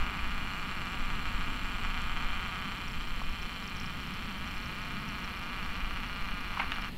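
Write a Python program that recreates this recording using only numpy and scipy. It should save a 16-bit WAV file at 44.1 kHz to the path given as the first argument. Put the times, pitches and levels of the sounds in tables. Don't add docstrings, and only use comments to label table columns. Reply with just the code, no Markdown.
import sys
import numpy as np
from scipy import signal
from scipy.fft import rfft, irfft, next_fast_len
from scipy.io import wavfile
from scipy.ndimage import uniform_filter1d

SR = 44100
rng = np.random.default_rng(int(sys.argv[2]) if len(sys.argv) > 2 else 0)


def ratio_of_db(decibels):
    return 10 ** (np.asarray(decibels, float) / 20)


def wrap_up_sound(samples):
    columns = np.atleast_2d(samples).T
    tamed = np.clip(columns, -1, 1)
    steps = np.round(tamed * 32767).astype(np.int16)
    wavfile.write(sys.argv[1], SR, steps)


N = 307641

MOTOR = [(0, 188, -41), (.5, 192, -42.5), (1.3, 190, -42.5), (1.6, 194, -42.5), (1.85, 190, -41.5),
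         (2.201, 188, -41), (2.6, 191, -42), (2.95, 189, -46), (3.499, 187, -46.5), (3.85, 190, -46.5),
         (4.15, 185, -46.5), (4.45, 189, -45.5), (4.7, 195, -45.5), (5.1, 197, -44.5), (5.351, 190, -44.5),
         (5.799, 193, -43.5), (6.5, 191, -43.5), (6.903, 184, -42.5)]


def level(x, db):
    return x * ratio_of_db(db) / np.sqrt(np.mean(x ** 2))


def band(x, hz, width):
    return signal.lfilter(*signal.iirpeak(hz, hz / max(width, 10.), fs=SR), x)


def ring(x, modes):
    return level(sum(np.sign(side) * ratio_of_db(db) * band(x, hz, width) for hz, width, db, side in modes), 0)


def coloured(points):
    hz, db = np.transpose(points)
    size = next_fast_len(N)
    freq = np.arange(size // 2 + 1) * SR / size
    gain = ratio_of_db(np.interp(np.log(np.maximum(freq, .1)), np.log(hz), db))
    return irfft(rfft(rng.standard_normal(size)) * gain, size)[:N]


def walk(rate):
    k = int(SR / rate)
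    steps = np.repeat(rng.standard_normal(N // k + 1), k)
    w = uniform_filter1d(uniform_filter1d(steps, k), k)[:N]
    return w / w.std()


def add(out, s, sound):
    i = int(s * SR)
    out[i:i + len(sound)] += sound[:len(out) - i]


def scraping(knocks, ms):
    return signal.lfilter([1], [1, -np.exp(-1000 / ms / SR)], np.abs(knocks)) * rng.standard_normal(N)


def motor_jolts(t):
    when, hz, _ = np.transpose(MOTOR)
    hunt_jolts, hunt_keep = 11.5, .82
    depth = np.maximum(.078 - .0065 * (hz - 190), .02)
    speed = np.interp(t, when, hz) * (1 + .17 * np.interp(t, when, depth) * walk(5))
    turns = np.cumsum(speed) / SR
    jolt = np.arange(int(np.interp(when[-1], t, turns)))
    chance = rng.standard_normal((2000, 3))[jolt].T

    spring = [1, -2 * hunt_keep * np.cos(2 * np.pi / hunt_jolts), hunt_keep ** 2]
    hunt = signal.lfilter([1, -.7], spring, chance[0])
    slip = .9 * hunt / hunt.std() * np.interp(np.interp(jolt, turns, t), when, depth)
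    lag = signal.lfilter([1], [1, -.9], slip) + .016 * chance[2]
    at = (np.interp(jolt + lag, turns, t) * SR).astype(int)

    sign = (-1.) ** jolt
    turn_db = 1.0 * np.cos(np.pi * jolt / 3) + 1.3 * sign + 17 * slip
    touch_db = 1.0 * chance[1] - .3 * chance[1] ** 2
    coil_db = .9 * np.cos(2 * np.pi * jolt / 3) + .5 * np.cos(np.pi * jolt / 3) - .9 * sign
    knocks, to_metal, to_shell = np.zeros((3, N))
    knocks[at] = sign * ratio_of_db(turn_db + touch_db)
    to_metal[at] = ratio_of_db(2.0 * sign) * knocks[at]
    to_shell[at] = ratio_of_db(coil_db) * knocks[at]
    return knocks, to_metal, to_shell


def gears():
    # f/Hz, width/Hz, level/dB, polarity (like neighbours leave a dark notch between)
    barrel_modes = [(759, 140, -12.4, -1), (938, 81, -2, 1), (1018, 400, -10.9, -1), (1157, 105, -1, -1),
                    (1310, 153, -2.6, 1), (1423, 86, -2.3, 1), (1652, 53, -9.3, -1), (1691, 42, -7.8, -1)]
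    shell_modes = [(1873, 216, -7, -1), (2036, 110, -12.4, -1), (2428, 100, -.3, 1), (2678, 118, -5.3, 1),
                   (2856, 116, -7.2, 1), (3017, 71, -16.2, 1), (3194, 193, -11.4, -1),
                   (3434, 328, -14.5, -1)]
    bracket_modes = [(4020, 260, 11, 1), (4446, 310, 10.5, -1), (5330, 360, 0, -1), (6180, 800, -6, 1)]
    can_modes = [(7480, 350, 0, 1)]

    t = np.arange(N) / SR
    when, _, load_db = np.transpose(MOTOR)
    barrel_db = np.interp(t, when, load_db)
    extra_db = barrel_db + 44.5
    shell_db = -44 + 0.75 * extra_db
    bracket_db = -57 + 0.21 * extra_db
    can_peak_s = 1.6
    can_db = -63.5 - np.maximum(1.7 * (can_peak_s - t), 2 * (t - can_peak_s))

    knocks, to_metal, to_shell = motor_jolts(t)
    no_middle = signal.butter(2, [1050, 2650], "bandstop", fs=SR, output="sos")
    scrape = signal.sosfilt(no_middle, level(scraping(knocks, ms=1.5), 0))
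    push = level(knocks, 0) + ratio_of_db(-8) * scrape + level(scraping(knocks, ms=10), -12)
    fine = level(to_metal, -1.5) + level(scraping(to_metal, ms=3.4), 0)
    fine = fine + level(scraping(to_metal, ms=4.9), -0.5)
    shell_push = level(to_shell, 0) + ratio_of_db(-8) * scrape + level(scraping(to_shell, ms=14), -8.5)
    shell = ring(shell_push, shell_modes)

    rest, full = -0.53, 0.38
    slide = rest + (full - rest) * np.exp(-((t - 3.2) / 1.73) ** 2)
    shell = shell + slide * (band(shell, 3070, 360) - 0.92 * band(shell, 2860, 130))

    case = ratio_of_db(barrel_db) * ring(push, barrel_modes) + ratio_of_db(shell_db) * shell
    return case + ratio_of_db(bracket_db) * ring(fine, bracket_modes) + ratio_of_db(can_db) * ring(fine, can_modes)


def outdoors():
    # f/Hz, level/dB
    wind_colour = [(1.8, -32), (3.0, 5.5), (22, 2.5), (67, -13.5), (100, -27), (130, -75), (220, -120)]
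    town_colour = [(40, -2.5), (70, 2.5), (95, -3.5), (150, -2), (200, 0.5), (270, -4.5), (310, -12),
                   (520, -19), (1000, -23), (3000, -17), (4200, -31.5), (5000, -30.5), (9000, -72)]
    # t/s, level/dB
    breeze = [
        (0, -36),
        (1.6, -35),
        (3.0, -36),
        (4.5, -39.5),
        (5.6, -39.5),
        (6.3, -37),
        (6.98, -39.5),
    ]
    s, db = np.transpose(breeze)
    gust_db, gusts_per_s = 3, 3.42
    wind = level(coloured(wind_colour), 0)
    wind = wind * ratio_of_db(np.interp(np.arange(N) / SR, s, db) + gust_db * walk(gusts_per_s))
    return wind + level(coloured(town_colour), -43) * ratio_of_db(0.6 * walk(2.3))


def electronics():
    # f/Hz, level/dB
    hiss_colour = [(200, 15.5), (6000, -7), (9000, -5), (12500, -4), (16000, -8.5)]
    # f/Hz, level/dB
    whistle_tones = [(15547, -92), (15606, -100)]
    frame_hz = 29.503
    burst_start, burst_share, blip_at = .12, .065, .565

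    t = np.arange(N) / SR
    frame = t * frame_hz % 1
    same = rng.standard_normal(1500)[(frame * SR / frame_hz).astype(int)]
    in_burst = np.abs(frame - burst_start - burst_share / 2) < burst_share / 2
    crackle = in_burst * (0.41 * same + rng.standard_normal(N))
    blip = (np.abs(frame - blip_at) < .008) * same
    buzz = level(band(crackle, 13000, 9000), -70.0) + level(band(blip, 7600, 2000), -88)
    whistle = sum(ratio_of_db(db) * np.sin(2 * np.pi * hz * t) for hz, db in whistle_tones)
    return level(coloured(hiss_colour), -55.5) + buzz + whistle


def focus_drive():
    # f/Hz, width/Hz, level/dB
    spots = [(950, 260, -62), (4150, 300, -60.5)]
    out = np.zeros(N)
    for hz, width, db in spots:
        hum = band(band(rng.standard_normal(N), hz, width), hz, 1.6 * width)
        out += level(hum, db)
    return out


def rattles():
    # t/s, level/dB (the peak lies 8 dB lower)
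    hard = [(0.168, -48), (2.0178, -42), (2.8796, -33), (2.9148, -38), (3.0081, -39.5), (3.0727, -41),
            (3.293, -39), (3.3235, -42), (3.4211, -36), (3.6396, -34), (3.6755, -29.5), (3.7673, -34),
            (3.798, -31), (3.8197, -35), (3.8609, -33), (4.0118, -40), (4.138, -39), (4.4727, -39),
            (4.5645, -37), (4.6249, -40), (4.6563, -36), (4.8155, -44), (4.9018, -41), (5.0876, -35),
            (5.2415, -33), (5.3732, -39), (5.4295, -41), (5.627, -43), (6.7186, -41), (6.8184, -33.5)]
    turn_s, loose_at_s = .0315, 2.82
    tight_db, loose_db, spread_db = -53, -46, 3.2

    out, t = np.zeros(N), np.arange(600) / SR
    chance = rng.standard_normal((260, 603))
    soft_s = np.arange(.04, MOTOR[-1][0], turn_s)
    soft_chance = chance[30:30 + len(soft_s)]
    soft_s = soft_s + 0.0046 * soft_chance[:, 0]
    soft_db = np.where(soft_s < loose_at_s, tight_db, loose_db) + spread_db * soft_chance[:, 1]
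    for (s, db), row in zip(hard + list(zip(soft_s, soft_db)), chance):
        hz = 5420 + 100 * row[2]
        chatter = row[3:] * np.exp(-(t / 0.0034) ** 2)
        chatter = band(band(chatter, hz, 360), hz, 760)
        add(out, s, ratio_of_db(db - 8.0) * chatter / np.abs(chatter).max())
    return out


def fingers():
    # t/s, peak level/dB, low ring f/Hz, high ring f/Hz, length/ms
    creaks = [(3.2158, -29.5, 800, 962, 4.9), (6.573, -25, 900, 1135, 3.7), (6.596, -18.5, 974, 2230, 6.2),
              (6.601, -22.5, 950, 2120, 6.2), (6.608, -30, 1010, 2600, 8.7), (6.616, -25, 1100, 1500, 8),
              (6.625, -29.5, 1280, 2380, 7.9), (6.632, -32, 800, 1700, 6.6), (6.64, -34, 1010, 1420, 5),
              (6.7185, -19.5, 1480, 2880, 4.2), (6.757, -32, 1400, 3600, 4.5), (6.783, -28, 795, 1400, 3.3),
              (6.823, -29, 2200, 2700, 2.7), (6.9735, -25.5, 1360, 1600, 1.7)]
    # t/s, peak level/dB
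    ticks = [
        (2.0178, -41),
        (6.7181, -48),
        (6.765, -46),
    ]
    out, t = np.zeros(N), np.arange(1200) / SR
    for s, db, low_hz, high_hz, ms in creaks:
        slip = rng.standard_normal(1200) * np.clip(t / 0.00021, 0, 1) * np.exp(-(t / ms * 1000) ** 4)
        low, high = slip, slip
        for share in (.6, .8, .95):
            low = band(low, low_hz, share * low_hz)
        for share in (.4, .6, .8):
            high = band(high, high_hz, share * high_hz)
        creak = level(low, 0) + level(high, 0.2)
        add(out, s, ratio_of_db(db) * creak / np.abs(creak).max())
    for s, db in ticks:
        tick = band(rng.standard_normal(1200) * np.exp(-t / 0.0021), 7000, 5000)
        add(out, s, ratio_of_db(db) * tick / np.abs(tick).max())
    return out


def scene():
    return (gears() + rattles() + fingers() + outdoors() + electronics() + focus_drive())[None]


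def top_cut(x):
    return signal.sosfilt(signal.butter(12, 15810, fs=SR, output="sos"), x)


def record(dry):
    low_pass = signal.ellip(10, .2, 60, 15750, fs=SR, output="sos")
    mix = signal.sosfilt(low_pass, dry)
    return top_cut(mix)


dry = scene()
out = record(dry)
wrap_up_sound(out)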